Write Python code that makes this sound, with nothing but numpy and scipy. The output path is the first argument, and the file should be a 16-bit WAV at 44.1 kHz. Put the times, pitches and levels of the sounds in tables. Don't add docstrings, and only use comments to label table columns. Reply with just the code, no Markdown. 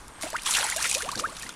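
import sys
import numpy as np
from scipy import signal
from scipy.fft import rfft, irfft
from scipy.io import wavfile
from scipy.ndimage import uniform_filter1d

SR = 44100
rng = np.random.default_rng(int(sys.argv[2]) if len(sys.argv) > 2 else 0)


def transcribe(u):
    v = np.clip(np.atleast_2d(u).T, -1, 1)
    q = np.round(v * 32767).astype(np.int16)
    wavfile.write(sys.argv[1], SR, q)


N = 68355
TIME = np.arange(N) / SR
CRACK_HZ, CRACK_Q = 5000, 0.48


def spray():
    # time in seconds, level in dB.
    envelope = [(0, -50.5), (.195, -61), (.235, -34), (.32, -46.5), (.44, -42.5), (.468, -26), (.56, -26.5),
                (.62, -30), (.75, -34), (.85, -28.5), (.93, -29), (.99, -33), (1.07, -40), (1.19, -43),
                (1.25, -44), (1.34, -45.5), (1.43, -41), (1.55, -51)]
    # frequency in Hz, relative level in dB.
    colour = [(1500, -21), (2500, -6.5), (3500, -7), (5000, -9), (8000, -7.5), (10000, -1.5),
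              (12000, -16.5), (15500, -4)]
    strength = level(envelope)
    drops = grains(colour, strength, peak_per_s=3000, cycles=40, spread_db=4, pitch_count=64)
    snaps = crackle(strength)
    mist = noise(colour)
    return strength * rms_one(drops + 0.62 * snaps + 0.88 * mist)


def crackle(strength):
    clicks = impacts(strength, peak_per_s=2500, spread_db=5)
    return even(resonate(clicks, CRACK_HZ, CRACK_Q), samples=900)


def churn():
    # time in seconds, level in dB.
    envelope = [(0, -79), (.19, -49.5), (.24, -40.5), (.31, -45.5), (.44, -50), (.47, -37), (.53, -35),
                (.58, -28), (.66, -31.5), (.75, -42.5), (.85, -35.5), (.89, -50.5), (1.05, -41.5),
                (1.18, -47), (1.23, -48), (1.35, -48), (1.48, -47.5), (1.55, -53.5)]
    # frequency in Hz, relative level in dB.
    colour = [(250, -10.5), (500, -9.5), (800, 2.5), (1300, 6), (2000, 4.5), (2800, 2), (4500, -2.5)]
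    strength = level(envelope)
    bubbles = grains(colour, strength, peak_per_s=3700, cycles=16.7, spread_db=5.5, pitch_count=40)
    return strength * rms_one(bubbles + 0.57 * noise(colour))


def gulps(edge_db=7.0, attack_s=0.00048, release_s=0.0017, tremble_hz=232, wobble_hz=90):
    # start in seconds, length in seconds, first pitch in Hz, pitch at release in Hz,
    # level in dB, peak position 0-1, roughness 0-1.
    pockets = [(0.234, 0.012, 650, 620, -27.5, 0.07, 0.4), (0.239, 0.014, 280, 327, -32.5, 0.03, 0.23),
               (0.256, 0.02, 570, 770, -32.5, 0.7, 0.35), (0.33, 0.0084, 584, 660, -28.5, 0.14, 0.07),
               (0.340, 0.027, 880, 2130, -22.5, 0.2, 0.52), (0.379, 0.019, 1560, 5340, -34.5, 0.5, 0.77),
               (0.462, 0.011, 1033, 1260, -25, 0.28, 0.38), (0.49, 0.0094, 925, 1006, -26.5, 0.2, .15),
               (0.605, 0.018, 552, 612, -34.5, 0.36, 0.57), (.642, 0.014, 836, 864, -26, 0.74, 0.24),
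               (0.687, 0.008, 1450, 1600, -26.5, 0.5, 0.3), (0.72, 0.0097, 1774, 2250, -21.5, 0.7, 0.28),
               (0.727, 0.022, 750, 1200, -35.5, 0.34, 0.15), (.761, 0.019, 589, 695, -28.5, 0.13, 0.2),
               (0.788, 0.03, 743, 2120, -30, 1, 0.2), (0.78, 0.013, 1610, 1750, -29, 0.2, 0.1),
               (0.847, 0.012, 1405, 1475, -27, 0.8, 0.6), (.918, 0.027, 774, 1220, -36.5, 0.04, 0.4),
               (0.955, 0.026, 477, 632, -28.5, 0.6, 0.27), (0.963, 0.044, 894, 1298, -39.5, 0.5, 0.78),
               (1.003, 0.0259, 1400, 2185, -29, 0.28, 0.98), (1.028, 0.06, 437, 1076, -32.5, 1, 0.36),
               (1.088, 0.0081, 1056, 1193, -21, 0.44, 0.1), (1.121, 0.0224, 958, 1225, -33, 0.05, 0.42),
               (1.15, 0.0095, 1460, 1640, -35, 0.3, 0.65), (1.205, 0.036, 443, 703, -36, 0.67, 0.2),
               (1.238, 0.025, 1100, 1745, -20, 0.23, 0.1), (1.284, 0.031, 917, 1350, -38, 0.3, 0.35),
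               (1.32, 0.012, 566, 695, -39, 0.3, 0.03), (1.4307, 0.011, 1780, 1870, -35, 0, 0.2),
               (1.463, .008, 1900, 2100, -37, .4, 0.1)]
    out = np.zeros(N)
    tremble = (flutter(tremble_hz) + 1j * flutter(tremble_hz)) / np.sqrt(2)
    wobble = flutter(wobble_hz)
    for start_s, length_s, first_hz, release_hz, db, peak, rough in pockets:
        t = np.maximum(TIME - start_s, 0)
        age = np.minimum(t / length_s, 1)
        after_s = np.maximum(t - length_s, 0)
        hz = 1 / ((1 - age) / first_hz + age / release_hz)
        hz *= (release_hz / first_hz) ** np.minimum(after_s / length_s, 1)
        hz *= 1 + 0.085 * rough * wobble
        phase = 2 * np.pi * np.cumsum(hz * (t > 0)) / SR
        tone = np.imag((1 + rough * tremble) * np.exp(1j * phase))
        swell = from_db(db - edge_db * np.interp(age, [0, np.clip(peak, 0.02, 0.98), 1], [1, 0, 1]))
        gate = np.minimum(t / attack_s, 1) * np.exp(-np.minimum(after_s / release_s, 20))
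        out += swell * gate * tone
    return out


def slaps(attack_s=0.00039, q=2.6):
    # start in seconds, level in dB, ring centre in Hz, decay in seconds.
    lumps = [(0.224, -38, 2100, 0.0077), (0.232, -32, 1900, 0.0046), (0.273, -37.5, 2680, 0.0057),
             (0.3037, -28.5, 10900, 0.002), (0.3313, -23.5, 1510, 0.00076), (0.367, -32, 2820, 0.0027),
             (0.46, -23, 3170, 0.0025), (0.4629, -19, 7500, 0.0018), (0.5078, -23.5, 7560, 0.015),
             (0.5368, -23, 3430, 0.0069), (.549, -19.5, 2520, 0.0084), (0.567, -21, 1760, 0.0094),
             (0.589, -26, 5100, 0.0027), (0.595, -34, 1380, 0.0046), (0.6412, -28, 7950, 0.0041),
             (0.698, -26.5, 9050, 0.0029), (0.724, -32, 5970, 0.0026), (0.823, -21.5, 5640, 0.0031),
             (0.8423, -22.5, 2160, 0.0091), (0.855, -26.5, 1970, 0.012), (0.895, -21, 9150, 0.0054),
             (0.913, -14.5, 6900, 0.0016), (0.9282, -18, 6800, .0015), (0.9428, -25, 3770, 0.0068),
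             (0.948, -21.5, 6540, 0.0046), (1.09, -31, 2700, 0.0033), (1.116, -31, 4420, 0.0048),
             (1.1557, -22.5, 5000, 0.0015), (1.175, -33.5, 4250, 0.016), (1.191, -23.5, 5460, 0.0029),
             (1.1966, -26, 2680, 0.0034), (1.203, -32.5, 5000, 0.0066), (1.367, -34, 3700, 0.0049),
             (1.386, -45, 5000, 0.0026), (1.421, -41, 4200, 0.0024), (1.43, -31, 2520, 0.0018),
             (1.466, -37, 5000, 0.003), (1.494, -39.5, 3100, 0.0068)]
    out = np.zeros(N)
    crack = even(resonate(rng.standard_normal(N), CRACK_HZ, CRACK_Q), samples=60)
    white = rng.standard_normal(N)
    for start_s, db, hz, decay_s in lumps:
        ring = even(resonate(resonate(white, hz, q), hz, q), samples=130)
        out += from_db(db) * burst(start_s, attack_s, decay_s) * (ring + 0.76 * crack)
    return out


def drips(attack_s=0.0011, decay_s=0.002, rise_per_s=4.4):
    # start in seconds, first pitch in Hz, relative level in dB.
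    pings = [(0.4742, 3250, -17), (.538, 3670, -16.5), (0.548, 2880, -15.5), (.588, 5580, -20.5),
             (0.63, 3230, -23.5), (.641, 7730, -19), (.699, 9900, -21), (0.712, 7100, -22.5),
             (.915, 2440, -18.5), (0.949, 2520, -19), (1.195, 1220, -20), (1.386, 5800, -35.5),
             (1.415, 2490, -31.5), (1.492, 1394, -26.5), (1.503, 3450, -33.5)]
    out = np.zeros(N)
    for start_s, hz, db in pings:
        t = np.maximum(TIME - start_s, 0)
        phase = 2 * np.pi * hz * t * (1 + rise_per_s * t / 2)
        out += 2 * from_db(db) * burst(start_s, attack_s, decay_s) * np.sin(phase)
    return out


def ticks(decay_s=0.0021, q=0.71):
    # start in seconds, level in dB, centre in Hz.
    snaps = [(0.081, -26.5, 9900), (.212, -23.5, 5000), (0.217, -21, 11000), (0.224, -15, 6000),
             (0.2326, -17.5, 5000), (0.3022, -20, 14500), (.365, -19, 6000), (.420, -19, 10000),
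             (0.434, -18, 12500), (.509, -12, 7000), (.552, -13, 4500), (0.5696, -13, 4000),
             (0.6994, -9.5, 8000), (.763, -10, 7750), (0.769, -10.5, 9000), (.827, -8, 6000),
             (.868, -15, 7000), (0.9425, -11.5, 5000), (0.9497, -13, 6000), (0.981, -15, 8600),
             (1.006, -19, 9000), (1.022, -14, 5200), (1.1165, -18.5, 6950), (1.197, -17.5, 4000),
             (1.2, -16.5, 5000), (1.397, -22, 7300), (1.424, -18.5, 8600), (1.431, -22, 5500),
             (1.492, -20, 3940)]
    out = np.zeros(N)
    white = rng.standard_normal(N)
    for start_s, db, hz in snaps:
        snap = resonate(signal.unit_impulse(N, int(start_s * SR)), hz, q)
        spatter = burst(start_s, decay_s / 10, decay_s) * even(resonate(white, hz, q), samples=24)
        out += from_db(db) * (snap / np.abs(snap).max() + 0.36 * spatter)
    return out


def thuds(attack_s=0.0023, q=0.69):
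    # start in seconds, level in dB, centre in Hz, decay in seconds.
    knocks = [(0.59, -46.5, 330, 0.043), (0.849, -38, 367, 0.018), (.953, -52, 260, 0.011),
              (1.074, -41.5, 183, 0.027), (1.16, -35.5, 168, 0.023), (1.170, -39, 276, 0.062),
              (1.268, -41.5, 215, 0.022), (1.442, -48.5, 243, 0.053)]
    out = np.zeros(N)
    white = rng.standard_normal(N)
    for start_s, db, hz, decay_s in knocks:
        body = even(resonate(resonate(white, hz, q), hz, q), samples=700)
        out += from_db(db) * burst(start_s, attack_s, decay_s) * body
    return out


def banks(x, tail_db=-19):
    # delay in seconds, gain in dB.
    reflections = [(.0043, -20), (0.0127, -27)]
    echoes = sum(from_db(db) * np.interp(TIME - delay_s, TIME, x, left=0) for delay_s, db in reflections)
    scatter = resonate(rng.standard_normal(N), hz=1430, q=0.15)
    scatter *= burst(start_s=0.0016, attack_s=0.0011, decay_s=0.009)
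    tail = signal.fftconvolve(x, scatter / np.linalg.norm(scatter))[:N]
    return x + echoes + from_db(tail_db) * tail


def whistle(waver_hz=220):
    # time in seconds, pitch in Hz, level in dB.
    glide = [(0.091, 8730, -60), (0.14, 8460, -54), (0.208, 8360, -51), (0.319, 7870, -48),
             (.42, 7700, -71.5)]
    times_s, hz, db = np.transpose(glide)
    phase = 2 * np.pi * np.cumsum(np.interp(TIME, times_s, hz)) / SR
    gain = np.interp(TIME, times_s, from_db(db), left=0, right=0)
    return gain * flutter(waver_hz) * np.sin(phase)


def wind(level_db=-47):
    # frequency in Hz, relative level in dB.
    colour = [(20, 0.5), (60, 2.5), (90, -4), (200, -5.5), (400, -10), (700, -10), (1100, -5.5),
              (2000, -15.5), (4000, -25.5), (8500, -25), (11000, -23.5), (15500, -33)]
    return from_db(level_db) * noise(colour)


def impacts(strength, peak_per_s, spread_db):
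    sizes = from_db(spread_db * np.minimum(rng.exponential(1, N), 4))
    signs = rng.choice([-1, 1], N)
    rate_per_s = peak_per_s * (strength / strength.max()) ** 0.2
    return sizes * signs * (rng.random(N) < rate_per_s / SR)


def grains(colour, strength, peak_per_s, cycles, spread_db, pitch_count):
    clicks = impacts(strength, peak_per_s, spread_db)
    pitch_index = rng.integers(0, pitch_count, N)
    q = cycles * np.pi / np.log(1000)
    rings = np.zeros(N)
    for k, hz in enumerate(np.geomspace(colour[0][0], colour[-1][0], pitch_count)):
        ring = resonate(clicks * (pitch_index == k), hz, q)
        rings += colour_gain(colour, hz) * resonate(ring, hz, q / 3)
    return even(rings, samples=900)


def from_db(db):
    return 10 ** (np.asarray(db) / 20)


def rms_one(x):
    return x / np.sqrt(np.mean(x ** 2) + 1e-20)


def level(envelope):
    return from_db(np.interp(TIME, *np.transpose(envelope)))


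def colour_gain(colour, hz):
    points_hz, db = np.transpose(colour)
    return from_db(np.interp(np.log(hz + 1), np.log(points_hz), db))


def noise(colour):
    gain = colour_gain(colour, np.fft.rfftfreq(N, 1 / SR))
    return rms_one(irfft(rfft(rng.standard_normal(N)) * gain, N))


def flutter(hz):
    return rms_one(signal.sosfilt(signal.butter(2, hz, fs=SR, output="sos"), rng.standard_normal(N)))


def resonate(x, hz, q):
    angle = 2 * np.pi * min(hz, 0.45 * SR) / SR
    radius = np.exp(-angle / (2 * q))
    zeros = np.array([1, 0, -1]) * (1 - radius ** 2) / 2
    return signal.lfilter(zeros, [1, -2 * radius * np.cos(angle), radius ** 2], x + 1e-18)


def even(x, samples):
    power = uniform_filter1d(uniform_filter1d(x * x, samples), samples)
    return x / np.sqrt(np.abs(power) + 1e-20)


def burst(start_s, attack_s, decay_s):
    t = np.maximum(TIME - start_s, 0)
    return (1 - np.exp(-t / attack_s)) * np.exp(-np.minimum(t / decay_s, 40))


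def scene():
    water = spray() + churn() + gulps() + slaps() + drips() + ticks() + thuds()
    return (banks(water) + whistle() + wind())[None]


def record(dry, mic_top_hz=10690, cutoff_hz=15900):
    dull = signal.sosfilt(signal.butter(4, mic_top_hz, fs=SR, output="sos"), dry)
    return signal.sosfilt(signal.ellip(12, 0.1, 80, cutoff_hz, fs=SR, output="sos"), dull)


dry = scene()
out = record(dry)
transcribe(out)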